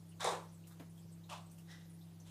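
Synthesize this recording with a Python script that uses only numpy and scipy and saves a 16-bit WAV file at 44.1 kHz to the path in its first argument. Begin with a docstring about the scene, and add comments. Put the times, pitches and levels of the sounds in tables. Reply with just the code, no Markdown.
"""Something hard clacks twice some way off in a room with an aquarium; a lighter clack comes a second later.
Each impact excites a dense field of reflections, and the main knock leaves damped modes ringing.
Small bumps, soft scrapes and popping bubbles fall in between, each a decaying burst of coloured noise.
Underneath, the pump and the mains hum in steady tones below a faint hiss whose treble flickers."""
import sys
import numpy as np
from scipy import signal
from scipy.fft import rfft, irfft
from scipy.io import wavfile
from scipy.ndimage import uniform_filter1d

SR = 44100
rng = np.random.default_rng(int(sys.argv[2]) if len(sys.argv) > 2 else 0)


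def transcribe(signal):
    """Save signal, clipped to [-1, 1], as a 16-bit WAV file at the path in sys.argv[1]."""
    frames = np.atleast_2d(signal).T
    limited = np.clip(frames, -1, 1)
    pcm = np.round(limited * 32767).astype(np.int16)
    wavfile.write(sys.argv[1], SR, pcm)


N = 101429

# Colours, or spectral envelopes. Each row: frequency in Hz, relative spectral density in dB.
CLICK = [(100, -39), (350, -25), (550, -4), (750, -0.5), (1150, 3), (1600, 0), (2300, -7), (2850, -14),
         (3650, 1), (4500, -11.5), (6000, -9.5), (9000, -17), (12000, -22.5), (15000, -36)]
KNOCK = [(25, -45), (70, -22), (150, -30), (260, -22), (420, 1.5), (780, 2), (1150, 0), (1400, -11.5),
         (2300, -10.5), (2850, -20.5), (3700, -8.5), (4500, -16), (5500, -15.5), (8600, -16), (9600, -22),
         (12000, -32), (15000, -42)]
REBOUND = [(100, -38), (240, -23), (340, -1.5), (480, 1), (700, -3.5), (1000, 3), (1400, -9.5),
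           (2800, -17.5), (3900, -16.5), (5000, -30), (8500, -24), (15000, -40)]
LIGHT_CLICK = [(200, -34), (500, -16.5), (900, 3.5), (1500, -5.5), (2050, -16), (2600, -0.5), (3300, -4.5),
               (4500, -12.5), (7000, -12.5), (10000, -18.5), (15000, -31)]
LIGHT_KNOCK = [(200, -33), (440, -17), (600, -0.5), (1000, 2.5), (1200, 0), (1450, -11.5), (2050, -19),
               (2600, -14), (3800, -11.5), (6000, -21.5), (15000, -38)]
SNAP = [(100, -35), (400, -9), (800, 2), (1500, 0.5), (2800, -11), (3700, 2), (5000, -5.5), (7000, -3),
        (9000, 2), (11000, -15.5), (15000, -24)]
BUMP = [(30, -36), (70, -21), (180, -18), (270, -2.5), (340, -14), (520, -11.5), (750, -17), (1300, -22),
        (2200, -26), (3500, -31.5), (6000, -41), (15000, -38)]
THUD = [(25, -25), (60, -4), (130, 14.5), (300, -11.5), (700, -12.5), (1200, -38), (15000, -60)]
TICK = [(200, -25), (1000, -3), (2000, -12), (4500, -13), (6200, -8), (7800, -3.5), (10000, -4),
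        (12500, -6), (15000, -6)]
SCRAPE = [(200, -24), (700, -2.5), (1300, -5.5), (1750, 4), (1980, 7), (2250, -10), (3100, -3.5), (3900, 0),
          (4300, -9.5), (5500, -3.5), (7000, -11.5), (15000, -26)]
RUSTLE = [(60, 10), (300, -6), (900, 3), (1800, -8), (3300, 4.5), (5000, -8), (8000, -1.5), (15000, -21)]
HISS = [(20, -26), (32, -11), (45, 3.5), (80, -1.5), (140, 5.5), (240, -2), (330, -1.5), (480, -7),
        (800, -9), (1500, -17.5), (2500, -18.5), (4000, -18.5), (8500, -20), (11000, -20.5), (15000, -22.5)]

# Hard impacts. Each row: start in seconds, level in dB, rise and hold in seconds,
# direct snap in dB relative to that level, colour.
IMPACTS = [(0.2054, -42.5, 0.0022, 0.064, 1, CLICK), (.2440, -38.5, 0.00093, 0.047, 1, KNOCK),
           (.3130, -41, 0.0054, 0.017, -7, REBOUND), (1.297, -52, 0.00085, 0.033, -0.5, LIGHT_CLICK),
           (1.308, -48.5, 0.0033, 0.024, -16, LIGHT_KNOCK)]
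# Reverberation of the room. Each row: frequency in Hz, T60 (time to fall 60 dB) in seconds.
REVERB_TIMES = [(100, 0.48), (400, 0.32), (900, 0.36), (2000, 0.33), (4000, 0.3), (8000, 0.35),
                (14000, 0.3)]
# Ringing of the main knock. Each row: frequency in Hz, relative level in dB, T60 in seconds.
KNOCK_MODES = [(375.6, -9.5, 0.46), (440, -6, 0.26), (481.2, 4.5, 0.3), (547, -6.5, 0.44), (613, -9, 0.29),
               (656, 0, 0.27), (768.3, 4, 0.24), (814, -10, 0.44), (887, 1.5, 0.27), (967, -10, .38),
               (1009, -4, .38), (1144, -1.5, 0.19), (3444, -11.5, 0.22), (3834, -10, 0.18)]
# Light touches just ahead of the clacks, small dry taps and soft scrapes.
# Each row: start in seconds, level in dB, rise in seconds, T60 in seconds, colour.
TOUCHES = [(0.195, -51, 0.0089, 0.12, CLICK), (1.290, -57.5, 0.0036, .06, LIGHT_CLICK)]
TAPS = [(.260, -51.5, 0.017, .14, THUD), (.795, -50.5, 0.0043, 0.19, BUMP),
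        (1.049, -48.5, .004, 0.06, THUD), (.671, -60, .001, 0.25, TICK), (.700, -66, 0.0099, 0.27, CLICK),
        (.720, -67.5, .003, 0.22, TICK), (.966, -68, 0.013, 0.2, TICK), (1.120, -70.5, .003, 0.11, TICK),
        (1.510, -65, .004, 0.27, TICK), (1.580, -64.5, 0.0043, 0.24, TICK), (2.199, -67, .001, 0.13, TICK)]
SCRAPES = [(1.672, -57.5, 0.042, 0.5, SCRAPE), (2.245, -63.5, 0.03, .8, RUSTLE)]
# Thin ringing of the first scrape. Each row: frequency in Hz, level in dB, T60 in seconds.
SCRAPE_MODES = [(1925, -67, 0.53), (2000, -71, 0.7), (3840, -71, .35), (5160, -74, 0.48)]
# Bubbles popping in the tank. Each row: start in seconds, pitch in Hz, level in dB.
BUBBLES = [(.090, 9500, -68.5), (.115, 2900, -73), (.487, 5900, -74), (.520, 9600, -69.5),
           (.540, 7870, -70.5), (0.634, 2860, -71.5), (.895, 9600, -71.5), (.975, 3330, -72),
           (.990, 7700, -70), (1.020, 4970, -73.5), (1.119, 8300, -68.5), (1.235, 3890, -70),
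           (1.460, 8100, -70.5), (1.495, 6000, -73), (1.512, 8700, -66), (1.580, 2860, -69.5),
           (1.895, 9700, -68), (1.935, 10000, -70), (2.010, 3720, -70.5), (2.199, 6180, -66.5)]
# Partials of the pump and the mains. Each row: frequency in Hz, RMS level in dB.
HUM_PARTIALS = [(100.1, -62), (166.5, -56), (200.3, -79), (300.7, -78), (333, -76), (400.4, -101.5),
                (500, -87), (665, -96.5)]


def impact(level_db, rise, hold, snap_db, colour, snap_peak_s=0.0013):
    """Direct sound and reverberation: a bright snap, then each band of the room decays at its own rate."""
    t, hz = np.arange(SR) / SR, np.fft.rfftfreq(SR, 1 / SR)
    spectrum, reverb = rfft(reflections(colour)), np.zeros(SR)
    centres_hz, t60s = np.transpose(REVERB_TIMES)
    for t60, weights in zip(t60s, np.eye(len(t60s))):
        band = log_interp(zip(centres_hz, weights), hz)  # overlapping bands that sum to one
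        reverb += irfft(spectrum * band, SR) * envelope(rise, hold, t60)
    pulse = t / snap_peak_s * np.exp(1 - t / snap_peak_s)
    snap = amp(snap_db) * reflections(SNAP) * pulse
    return amp(level_db) * (reverb + snap)


def reflections(colour, clump_db=2, clump_s=0.0013):
    """A diffuse field: echoes arrive so densely that they merge into one second of clumped noise."""
    noise = rng.standard_normal(SR)
    return tint(noise * amp(clump_db * drift(SR, 1 / clump_s)), colour)


def ringing(modes, rise, hold):
    """Free vibration: a sum of normal modes, each a sinusoid with its own damping."""
    t = np.arange(SR) / SR
    return sum(amp(db) * envelope(rise, hold, t60) * np.sin(2 * np.pi * (hz * t + rng.random()))
               for hz, db, t60 in modes)


def light_contact(level_db, rise, t60, colour):
    """Broadband excitation: a touch, tap or scrape gives noise that swells and at once decays."""
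    return amp(level_db) * reflections(colour) * envelope(rise, rise, t60)


def bubble(pitch_hz, level_db, relative_half_width=0.075):
    """Resonance: a bubble's brief ping, smeared by the room into a narrow band of noise."""
    hz = np.fft.rfftfreq(SR, 1 / SR)
    resonance = 1 / (1 + ((hz / pitch_hz - 1) / relative_half_width) ** 2)
    ping = irfft(rfft(rng.standard_normal(SR)) * resonance, SR)
    return amp(level_db) * unit_rms(ping) * envelope(rise=0.003, hold=0.007, t60=0.16)


def hum(waver_db=0.66, waver_hz=3.5):
    """Periodic vibration: the pump and the mains give a line spectrum, each partial wavering in level."""
    t = np.arange(N) / SR
    tones = np.zeros(N)
    for hz, db in HUM_PARTIALS:
        peak = np.sqrt(2) * amp(db + waver_db * drift(N, waver_hz))
        tones += peak * np.sin(2 * np.pi * (hz * t + rng.random()))
    return tones


def hiss(level_db=-66.5, flicker_db=2.5, corner_hz=2200):
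    """Random amplitude modulation: the treble of the room noise flickers in time-frequency patches."""
    hz = np.fft.rfftfreq(512, 1 / SR)
    real, imag, patches = rng.standard_normal((3, N // 128 + 5, len(hz)))
    for _ in range(2):
        patches = uniform_filter1d(patches, size=9, axis=0)  # over time
        patches = uniform_filter1d(patches, size=8, axis=1)  # over frequency
    depth_db = flicker_db * hz ** 2 / (hz ** 2 + corner_hz ** 2)
    spectra = (real + 1j * imag) * amp(depth_db * unit_rms(patches))
    noise = signal.istft(spectra.T, nperseg=512, noverlap=384)[1][:N]
    return amp(level_db) * tint(noise, HISS)


def envelope(rise, hold, t60):
    """Exponential damping after a linear rise; the decay begins hold seconds from the onset."""
    t = np.arange(SR) / SR
    return np.minimum(t / rise, 1) * np.exp(-np.log(1000) * np.maximum(t - hold, 0) / t60)


def tint(noise, colour):
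    """Linear filtering: imposes a spectral envelope on noise, at unit RMS."""
    hz = np.fft.rfftfreq(len(noise), 1 / SR)
    return unit_rms(irfft(rfft(noise) * amp(log_interp(colour, hz)), len(noise)))


def drift(size, rate_hz):
    """Low-passed noise: a smooth random fluctuation at unit RMS."""
    hz = np.fft.rfftfreq(size, 1 / SR)
    return unit_rms(irfft(rfft(rng.standard_normal(size)) * np.exp(-(hz / rate_hz) ** 2), size))


def log_interp(points, hz):
    """Interpolation on a logarithmic frequency axis."""
    points_hz, values = np.transpose(list(points))
    return np.interp(np.log(hz + 1), np.log(points_hz + 1), values)


def amp(db):
    """The decibel law: 20 dB is a tenfold amplitude."""
    return 10 ** (np.asarray(db) / 20)


def unit_rms(x):
    """Normalisation to unit mean power."""
    return x / np.sqrt(np.mean(x ** 2) + 1e-20)


def add(mix, start, sound):
    """Superposition: a sound joins the mix at its start in seconds."""
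    part = mix[round(start * SR):][:len(sound)]
    part += sound[:len(part)]


def scene():
    """Sound pressures add: impacts, light contacts and bubbles over the hum and hiss, in mono."""
    mix = hum() + hiss()
    for start, *row in IMPACTS:
        add(mix, start, impact(*row))
    add(mix, start=0.242, sound=amp(-46) * ringing(KNOCK_MODES, rise=0.005, hold=0.044))
    for start, *row in TAPS + SCRAPES + TOUCHES:
        add(mix, start, light_contact(*row))
    add(mix, start=1.685, sound=ringing(SCRAPE_MODES, rise=0.038, hold=0.038))
    for start, *row in BUBBLES:
        add(mix, start, bubble(*row))
    return mix[None]


def record(dry):
    """Band limiting: a linear-phase low-pass filter removes the highest treble."""
    cutoff_hz = 15400
    lowpass = signal.firwin(511, cutoff_hz, window=("kaiser", 9), fs=SR)
    return signal.oaconvolve(dry, lowpass[None], "same")


dry = scene()
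out = record(dry)
transcribe(out)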